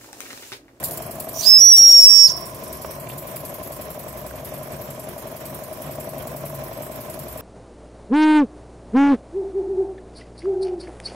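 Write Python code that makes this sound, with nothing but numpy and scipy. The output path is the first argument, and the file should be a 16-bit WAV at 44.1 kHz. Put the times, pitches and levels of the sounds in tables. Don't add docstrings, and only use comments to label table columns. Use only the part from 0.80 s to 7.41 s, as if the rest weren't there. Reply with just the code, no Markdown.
import sys
import numpy as np
from scipy import signal
from scipy.fft import rfft, irfft, next_fast_len
from scipy.io import wavfile
from scipy.ndimage import uniform_filter1d

SR = 44100
rng = np.random.default_rng(int(sys.argv[2]) if len(sys.argv) > 2 else 0)


def amplitude_ratio(level_db):
    exponent = np.asarray(level_db, float) / 20
    return 10 ** exponent


def store_pcm(level_fs):
    pcm = np.round(np.clip(level_fs, -1, 1) * 32767).astype(np.int16)
    wavfile.write(sys.argv[1], SR, np.atleast_2d(pcm).T)


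N = 291501
T = np.arange(N) / SR


def rms_one(x):
    return x / np.sqrt(np.mean(x ** 2) + 1e-20)


def in_time(rows):
    s, *columns = np.transpose(rows)
    return [np.interp(T, s, c) for c in columns]


def at_hz(points, hz):
    point_hz, db = np.array(points).T
    return np.interp(np.log(hz), np.log(point_hz), db)


def bumps(rows):
    return sum(height * np.exp(-((T - s) / length) ** 2) for s, height, length in rows)


def drift(rate_hz):
    r = np.exp(-2 * np.pi * rate_hz / SR)
    wander = signal.lfilter([1], [1, -2 * r, r * r], rng.standard_normal(N + 9000))
    return rms_one(wander[9000:])


def resonance(x, hz, width):
    r = np.exp(-np.pi * width / SR)
    zeros = np.array([1, 0, -1]) * (1 - r * r) / 2
    return signal.lfilter(zeros, [1, -2 * r * np.cos(2 * np.pi * hz / SR), r * r], x)


def clicks(times, db):
    out = np.zeros(N + SR) + 1e-18
    np.add.at(out, np.round(np.asarray(times) * SR).astype(int), amplitude_ratio(db))
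    return out[:N]


def swell(x, rise_s, t60):
    up, down = np.exp(-1 / (rise_s * SR)), amplitude_ratio(-60 / (t60 * SR))
    fall = signal.lfilter([1], [1, -down], x)
    return signal.lfilter([1 - up], [1, -up], fall)


# t/s, turns done
CRANK = [(.030, 0), (.743, 8), (1.279, 14), (2.186, 24), (2.728, 30), (3.269, 36), (3.999, 44), (4.642, 51),
         (5.097, 56), (5.458, 60), (5.825, 64), (6.562, 72)]
# t/s, knock level/dB, bounce below knock/dB, puff level/dB
LOAD = [(0, -29.5, -9, -36), (.5, -28, -4, -33), (.6, -32.5, -4, -64), (.8, -26, -11.5, -19),
        (1.2, -26, 3, -18.5), (1.3, -32, -12, -34), (1.7, -36, -18, -36.5), (2.0, -31, -21, -36),
        (2.3, -33, -8, -38.5), (2.6, -28, -30, -35), (3.2, -28, -18, -39.5), (3.5, -29.5, -4, -39.5),
        (4.7, -29.5, -4, -39.5), (5.251, -25.5, -2.5, -38), (6.6, -28.5, -11, -38)]
RETURN_KNOCK_DB, RETURN_PUFF_DB = -5.0, -6.0
KNOCK_SPREAD_DB, BOUNCE_SPREAD_DB, RETURN_SPREAD_DB, PUFF_SPREAD_DB = 1.0, 2.5, 1.5, 1.2


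def turns():
    at, done = np.transpose(CRANK)
    s = np.interp(np.arange(done[-1] + 1), done, at)
    when, *load = np.transpose(LOAD)
    knock, slack, puff = [np.interp(s, when, c) for c in load]
    luck = rng.standard_normal((5, len(s)))
    return np.array([
        s,
        knock + KNOCK_SPREAD_DB * luck[0],
        knock + slack + BOUNCE_SPREAD_DB * luck[1],
        knock + RETURN_KNOCK_DB + RETURN_SPREAD_DB * luck[2],
        puff + PUFF_SPREAD_DB * luck[3],
        puff + RETURN_PUFF_DB + 2 * PUFF_SPREAD_DB * luck[4]])


# t after the knock/s, level/dB
VALVE_GEAR = [
    (.029, -48),
    (.048, -39),
    (.080, -42),
]
# f/Hz, swell/s, level/dB
BASE = [(626.6, 0.0024, -2.5), (975, 0.00079, -10), (254, 0.0026, -12.5), (2300, 0.001, -30.5),
        (762.4, 0.0012, -7), (5840, 0.00062, -36)]
BOUNCE_S, RETURN_S, RETURN_BOUNCE_S = .0135, .059, .070
HAND_OFF_S, HAND_STIFFENS = 1.6, 1.057


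def knocks(turn):
    s, knock, bounce, back = turn[:4]
    luck = rng.standard_normal((len(s), 8))
    hits = clicks(s, knock)
    hits -= clicks(s + BOUNCE_S + 0.00115 * luck[:, 0], bounce)
    hits += clicks(s + RETURN_S + 0.000954 * luck[:, 1], back - 1.5 + 2.6 * luck[:, 2])
    hits -= clicks(s + RETURN_BOUNCE_S + 0.001246 * luck[:, 3], back - 1 + 1.5 * luck[:, 4])
    for k, (later, db) in enumerate(VALVE_GEAR):
        hits += clicks(s + later, db + 1.0 * luck[:, 5 + k])
    t = T[:2000]
    out = 0
    for part, lift in [(T < HAND_OFF_S, HAND_STIFFENS), (T >= HAND_OFF_S, 1)]:
        ring = 0
        for hz, rise, db in BASE:
            cushioned = (t / rise) ** 2 * np.exp(1 - t / rise)
            ring = ring + amplitude_ratio(db) * cushioned * np.sin(2 * np.pi * hz * lift * t)
        out = out + signal.fftconvolve(hits * part, ring)
    return out[round(.006 * SR):][:N]


# t after the knock/s, level against knock/dB, f/Hz
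TICKS = [
    (-.005, -33, 5500),
    (.043, -33, 5500),
    (.023, -28, 1600),
    (.059, -26, 1600),
    (.025, -23, 1020),
    (.060, -19, 1020),
    (.021, -28, 2500),
]


def ticks(turn):
    out = 0
    for later, db, hz in TICKS:
        hits = clicks(turn[0] + later, turn[1] + db + 0.94 * rng.standard_normal(turn.shape[1]))
        out = out + resonance(resonance(hits, hz, 440), hz, 440) * SR / 420
    return out * amplitude_ratio([[-3], [3]])


# f/Hz, likeness (0 to 1)
LIKENESS = [(60, 0.95), (130, 0.93), (290, 0.86), (640, 0.87), (1410, 0.13), (3100, 0.06), (6820, 0.57),
            (15000, 0.74)]
# f/Hz, left minus right level/dB
BALANCE_DB = [(60, 7), (110, -1), (200, 2), (380, 2), (700, 6.5), (1290, -3.5), (2380, -7), (4400, -11.5),
              (8120, -5.5), (15000, 4.5)]
# f/Hz, left leads/rad
PORT_PHASE = [(0, 0), (340, -0.4), (780, 0.1), (1030, -0.6), (1550, -4.3), (1980, -3.6), (2240, -2.0),
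              (2930, 1.0), (3960, -0.7), (4390, 1.9), (5430, 4.8), (6290, 6.4), (6890, 6.3), (16200, 6.3)]


def stereo_noise(spectrum):
    size = next_fast_len(N)
    hz = np.maximum(np.fft.rfftfreq(size, 1 / SR), 1)
    mid, side = rfft(rng.standard_normal((2, size)))
    alike = np.clip(at_hz(LIKENESS, hz), 0, 1)
    pair = np.sqrt(1 + alike) * mid + np.sqrt(1 - alike) * side * [[1], [-1]]
    pair[0] *= np.exp(1j * np.interp(hz, *np.transpose(PORT_PHASE)))
    colour_db = at_hz(spectrum, hz) + at_hz(BALANCE_DB, hz) * [[.5], [-.5]]
    return rms_one(irfft(pair * amplitude_ratio(colour_db), size)[:, :N])


# f/Hz, level per Hz/dB
PUFF_COLOUR = [(2350, -42), (4000, -17), (4930, -10), (5540, -17.5), (6040, -20), (7270, -6), (9890, -2),
               (12900, 3.5), (16000, -8)]
# t/s, level/dB, t60/s
SPURTS = [
    (.0, -35, 0.049),
    (.028, -30, 0.033),
    (0.037, -20, 0.14),
    (0.109, -24.5, 0.069),
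    (.172, -28, 0.034),
    (0.401, -33, 0.023),
]
PUFF_S, RETURN_PUFF_S = .0115, 0.054


def exhaust(turn):
    s, puff, back = turn[[0, 4, 5]]
    puffs = clicks(s + PUFF_S, puff + 4) + clicks(s + RETURN_PUFF_S, back + 6.5)
    burst = swell(puffs, .0028, .032)
    trail = swell(clicks(s + PUFF_S, puff - 4), .003, .32)
    spurts = sum(swell(clicks([at], db), 0.00143, t60) for at, db, t60 in SPURTS)
    return (burst + trail + spurts) * amplitude_ratio(1.36 * drift(150)) * stereo_noise(PUFF_COLOUR)


# t/s, f/Hz, level/dB
BLAST = [
    (.63, 4520, -34),
    (.652, 4650, -30),
    (.664, 5050, -9),
    (.685, 5090, -4),
    (.706, 5350, -3),
    (.765, 5170, 1.5),
    (.815, 5720, 2.5),
    (.885, 5760, 3),
    (.945, 5560, 2.5),
]
# t/s, left minus right level/dB
SHADE = [
    (.645, 1),
    (.665, -25),
    (.705, -6.5),
    (.88, -6),
    (.905, -3.9),
    (1.25, 0),
    (1.31, -11.5),
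    (1.37, -14),
    (1.41, -6.5),
]
# t/s, depth/dB, length/s
SLIPS = [
    (.8, 7.5, 0.017),
    (1.0, -0.5, 0.014),
    (1.105, 0.5, 0.027),
    (1.255, 3.5, 0.037),
]
SWELL_DB_PER_S = -5
RECOVER_HZ, RECOVER_S, SAG_HZ, SAG_S = 210, .055, 310, .18
CLOSE_S, CLOSING_S, CLOSING_POWER = 1.448, .038, 3.3
CLOSING_DROP_HZ, CLOSING_DROP_DB = 1400, 27


def lever():
    hz, db = in_time(BLAST)
    held = np.maximum(T - BLAST[-1][0], 0)
    shut = np.clip((T - CLOSE_S) / CLOSING_S, 0, 1) ** CLOSING_POWER
    db = db + SWELL_DB_PER_S * held - bumps(SLIPS) - CLOSING_DROP_DB * shut
    hz = hz + RECOVER_HZ * (1 - np.exp(-held / RECOVER_S))
    hz = hz - SAG_HZ * (1 - np.exp(-held / SAG_S)) - CLOSING_DROP_HZ * shut
    return hz, db + in_time(SHADE)[0], db


# t/s, depth/dB, length/ms
DROPS = [(0.667, 5, 2.4), (0.688, 8, 2.3), (0.799, 8, 2.3), (0.911, 8, 3.0), (0.93, 12, 1.4),
         (0.938, 13, 2.2), (0.972, 11, 11.9), (0.981, 9, 2.4), (0.989, 8, 3.3), (1.015, 5, 3.7),
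         (1.089, 7, 4.9), (1.108, 11, 3.8), (1.122, 15, 3.9), (1.14, 11, 2.9), (1.212, 10, 4.8),
         (1.22, 5, 2.8), (1.289, 4, 2.0), (1.303, 4, 1.6)]
# t/s, left leads/rad
LEAD = [
    (.8, 1.3),
    (.82, .6),
    (.905, .6),
    (.945, 2.6),
    (1, 0),
    (1.2, -.4),
    (1.255, -1.3),
    (1.295, -4.8),
    (1.41, -6.8),
]
# t/s, flow as hiss level/dB, wetness as pipe noise level/dB
JET = [
    (.53, -50.5, -73),
    (.56, -34, -80),
    (.63, -28, -29.5),
    (.7, -20, -25.5),
    (.85, -22.5, -44),
    (.98, -18, -18.5),
    (1.47, -23.5, -30),
    (1.5, -39, -21.5),
    (1.56, -52, -76),
]
# f/Hz, level per Hz/dB
JET_COLOUR = [(1500, -15.5), (3000, -7), (4400, -9.5), (6500, 5), (8000, -0.5), (11000, 0), (14000, 4),
              (16000, -2)]
# t/s, f/Hz, level/dB
BREATHY_START = [
    (.54, 5650, -38),
    (.585, 5900, -31),
    (.61, 5980, -24),
    (.625, 6300, -45),
]
LEAK_DB, LEAK_GROWS_DB_PER_S, LEAK_SEALED_S = -54, 5, 2.16


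def whistle():
    hz, left_db, right_db = lever()
    choke = sum(1.25 * db * np.exp(-((T - s) / (ms * .0006)) ** 2) for s, db, ms in DROPS)
    sounding = (T > BLAST[0][0]) & (T < CLOSE_S + CLOSING_S)
    shaken_hz = hz + 13.3 * drift(54.5) + 4.86 * choke * drift(398)
    phase = 2 * np.pi * np.cumsum(shaken_hz) / SR
    flutter = 0.36 * drift(420)
    right = amplitude_ratio(right_db - choke + flutter) * np.sin(phase)
    left_level = amplitude_ratio(left_db - 0.174 * choke + flutter + 1.1 * drift(60))
    left = left_level * np.sin(phase + in_time(LEAD)[0])
    octave = amplitude_ratio(right_db - 35 + 2.5 * drift(20)) * np.sin(2 * phase)
    tone = np.sqrt(2) * sounding * np.array([left + octave, right + octave])

    hiss_db, pipe_db = in_time(JET)
    jet = stereo_noise(JET_COLOUR)
    jet = jet + amplitude_ratio(14.5) * resonance(jet, 9010, 10.7) * (T > 1) * (T < 1.32)
    hiss = amplitude_ratio(hiss_db + .3 * choke + 1.5 * drift(40)) * jet

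    pipe_phase = 2 * np.pi * np.cumsum(np.where(T < CLOSE_S, hz, 5600)) / SR
    leak_db = LEAK_DB - LEAK_GROWS_DB_PER_S * (LEAK_SEALED_S - T)
    leak = amplitude_ratio(leak_db - 250 * np.maximum(T - LEAK_SEALED_S, 0)) * (T > CLOSE_S)
    turbulence = drift(492) * np.sin(pipe_phase) + drift(524) * np.cos(pipe_phase)
    skirt = (amplitude_ratio(pipe_db + 0.18 * choke) * (T < JET[-1][0]) + leak) * turbulence

    start_hz, start_db = in_time(BREATHY_START)
    start = amplitude_ratio(start_db) * drift(260) * np.sin(2 * np.pi * np.cumsum(start_hz) / SR)
    start *= (T > BREATHY_START[0][0]) & (T < BREATHY_START[-1][0])
    echo = room(tone[1]) * amplitude_ratio([[-21], [-12]])
    return tone + hiss + (skirt + start) * amplitude_ratio([[-6], [4]]) + echo


# t/s, level/dB, f/Hz
TAPS = [(0.028, -32, 1690), (2.047, -23.5, 1000), (2.049, -42, 2640), (2.271, -37, 2300),
        (2.298, -34.5, 2600), (2.305, -41, 3100), (2.318, -41, 3130), (2.426, -42, 2230),
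        (2.566, -38, 2330), (3.509, -33.5, 1430), (3.563, -41.5, 1490), (5.883, -39, 1440),
        (6.031, -39, 1870)]


def taps():
    out = 0
    for s, db, hz in TAPS:
        body = resonance(clicks([s, s + 0.00258], [db + 29, db + 32.5]), hz, 0.25 * hz)
        body = resonance(body, hz, .5 * hz)
        thud = resonance(resonance(clicks([s], db + 39), 610, 360), 610, 360)
        out = out + body + thud
    return out * amplitude_ratio([[-4], [3]])


def drone(hz, width):
    return rms_one(resonance(resonance(rng.standard_normal(N), hz, width), hz, width))


# f/Hz, level per Hz/dB
FLOOR = [(18, -38), (30, -14.5), (134, -2.5), (311, -10), (486, -8), (632, -4), (844, -16.5), (1010, -10.5),
         (1390, -19), (2290, -21), (4780, -36.5), (5450, -28.5), (6050, -35), (13300, -36), (16000, -33)]
# t/s, level/dB
FLOOR_DB = [(0.0, -34.5), (0.53, -39), (0.92, -33), (1.88, -38), (6.61, -37)]
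# f/Hz, width/Hz, level/dB
DRONES = [(120.5, 14.5, -54.5), (358.7, 12.9, -52), (62.8, 9.23, -52), (640.5, 4.7, -56)]
# t/s, rise/dB, length/s
BOOMS = [
    (.26, 3.5, 0.069),
    (1.4, 6, .2),
    (2.3, 10.5, .18),
    (3.9, 6, 0.52),
    (5.6, 9, 0.6),
    (6.42, 8.5, 0.082),
]
BOOM_DB = -52.5
# t/s, level/dB
NOTE = [
    (0, -47),
    (.26, -57),
    (.68, -46),
    (1.3, -43),
    (1.58, -34),
    (1.7, -42),
    (2.7, -43),
    (4.1, -52),
    (5.8, -47),
]


def floor():
    boom_db, note_db = BOOM_DB + bumps(BOOMS), in_time(NOTE)[0]
    drones = sum(amplitude_ratio(db) * drone(hz, width) for hz, width, db in DRONES)
    boom = amplitude_ratio(boom_db + 1.0) * drone(142.2, 11.8)
    note = amplitude_ratio(note_db - 3.0) * np.array([drone(1023, 100.0), drone(1030, 80.6)])
    roar = amplitude_ratio(in_time(FLOOR_DB)[0] + 1.42 * drift(24)) * stereo_noise(FLOOR)
    return roar + drones + boom + note


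ROOM_T60_S = 0.38


def room(x):
    size = next_fast_len(N + SR)
    w = 2 * np.pi * np.fft.rfftfreq(size)
    lags = (rng.uniform(0.011, .034, (2, 8)) * SR).astype(int)
    spectrum = rfft(x, size)
    sides = []
    for side in lags:
        loops = [amplitude_ratio(-60 * lag / SR / ROOM_T60_S) * np.exp(-1j * w * lag) for lag in side]
        sides.append(irfft(spectrum * sum(g / (1 - g) for g in loops), size)[:N])
    return np.array(sides) / 4


def scene():
    turn = turns()
    knock = knocks(turn)
    echo = amplitude_ratio(-21) * room(knock)
    engine = knock * amplitude_ratio([[1.2], [-1.2]]) + echo + ticks(turn) + exhaust(turn)
    return engine + whistle() + taps() + floor()


LOW_CUT_HZ, TOP_CUT_HZ = 48, 15800
KEPT_SHARE = .9


def thin_treble(x):
    hz, s, cells = signal.stft(x, SR, nperseg=1024)
    power = np.abs(cells) ** 2
    band = (hz // 430).astype(int)
    starts = np.flatnonzero(np.diff(band, prepend=-1))
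    level = 10 * np.log10(np.add.reduceat(power, starts, axis=1) + 1e-14)
    luck = rng.standard_normal(level.shape) + 1.6 * rng.standard_normal(level.shape[1:])
    luck = rms_one(uniform_filter1d(luck, size=7, axis=2))
    below = level.max(axis=1, keepdims=True) - level
    masked = np.clip((level.max(axis=(0, 1)) - level - 28) / 20, 0, 1)
    treble = (np.arange(level.shape[1]) > 15)[:, None]
    dropped = luck < -2.2 + 1.5 * masked + .9 * treble
    gain = np.where(dropped, .02, amplitude_ratio((1.2 + 2.2 * treble) * luck))
    gain = np.where(below < 8, 1, gain)[:, band]
    weak = power < KEPT_SHARE * amplitude_ratio(2 * level - 20)[:, band]
    gain *= np.where(weak & (hz > 6000)[:, None], .1, 1.15)
    gain[:, hz < 3000] = 1
    gain[:, hz > TOP_CUT_HZ] = 0
    return signal.istft(cells * gain, SR, nperseg=1024)[1][:, :N]


def low_pass(x):
    return signal.sosfilt(signal.butter(12, 16640, fs=SR, output="sos"), x)


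def record(dry):
    dry = signal.sosfilt(signal.butter(4, LOW_CUT_HZ, "high", fs=SR, output="sos"), dry)
    over = np.maximum(20 * np.log10(np.abs(dry).max(0) + 1e-9) + 2.0, 0)
    release = 140.0 * T
    held = np.maximum.accumulate(over + release) - release
    gain = amplitude_ratio(-uniform_filter1d(held, size=90))
    mix = thin_treble(np.clip(dry * gain, -1, 1))
    return low_pass(mix)


dry = scene()
out = record(dry)
store_pcm(out)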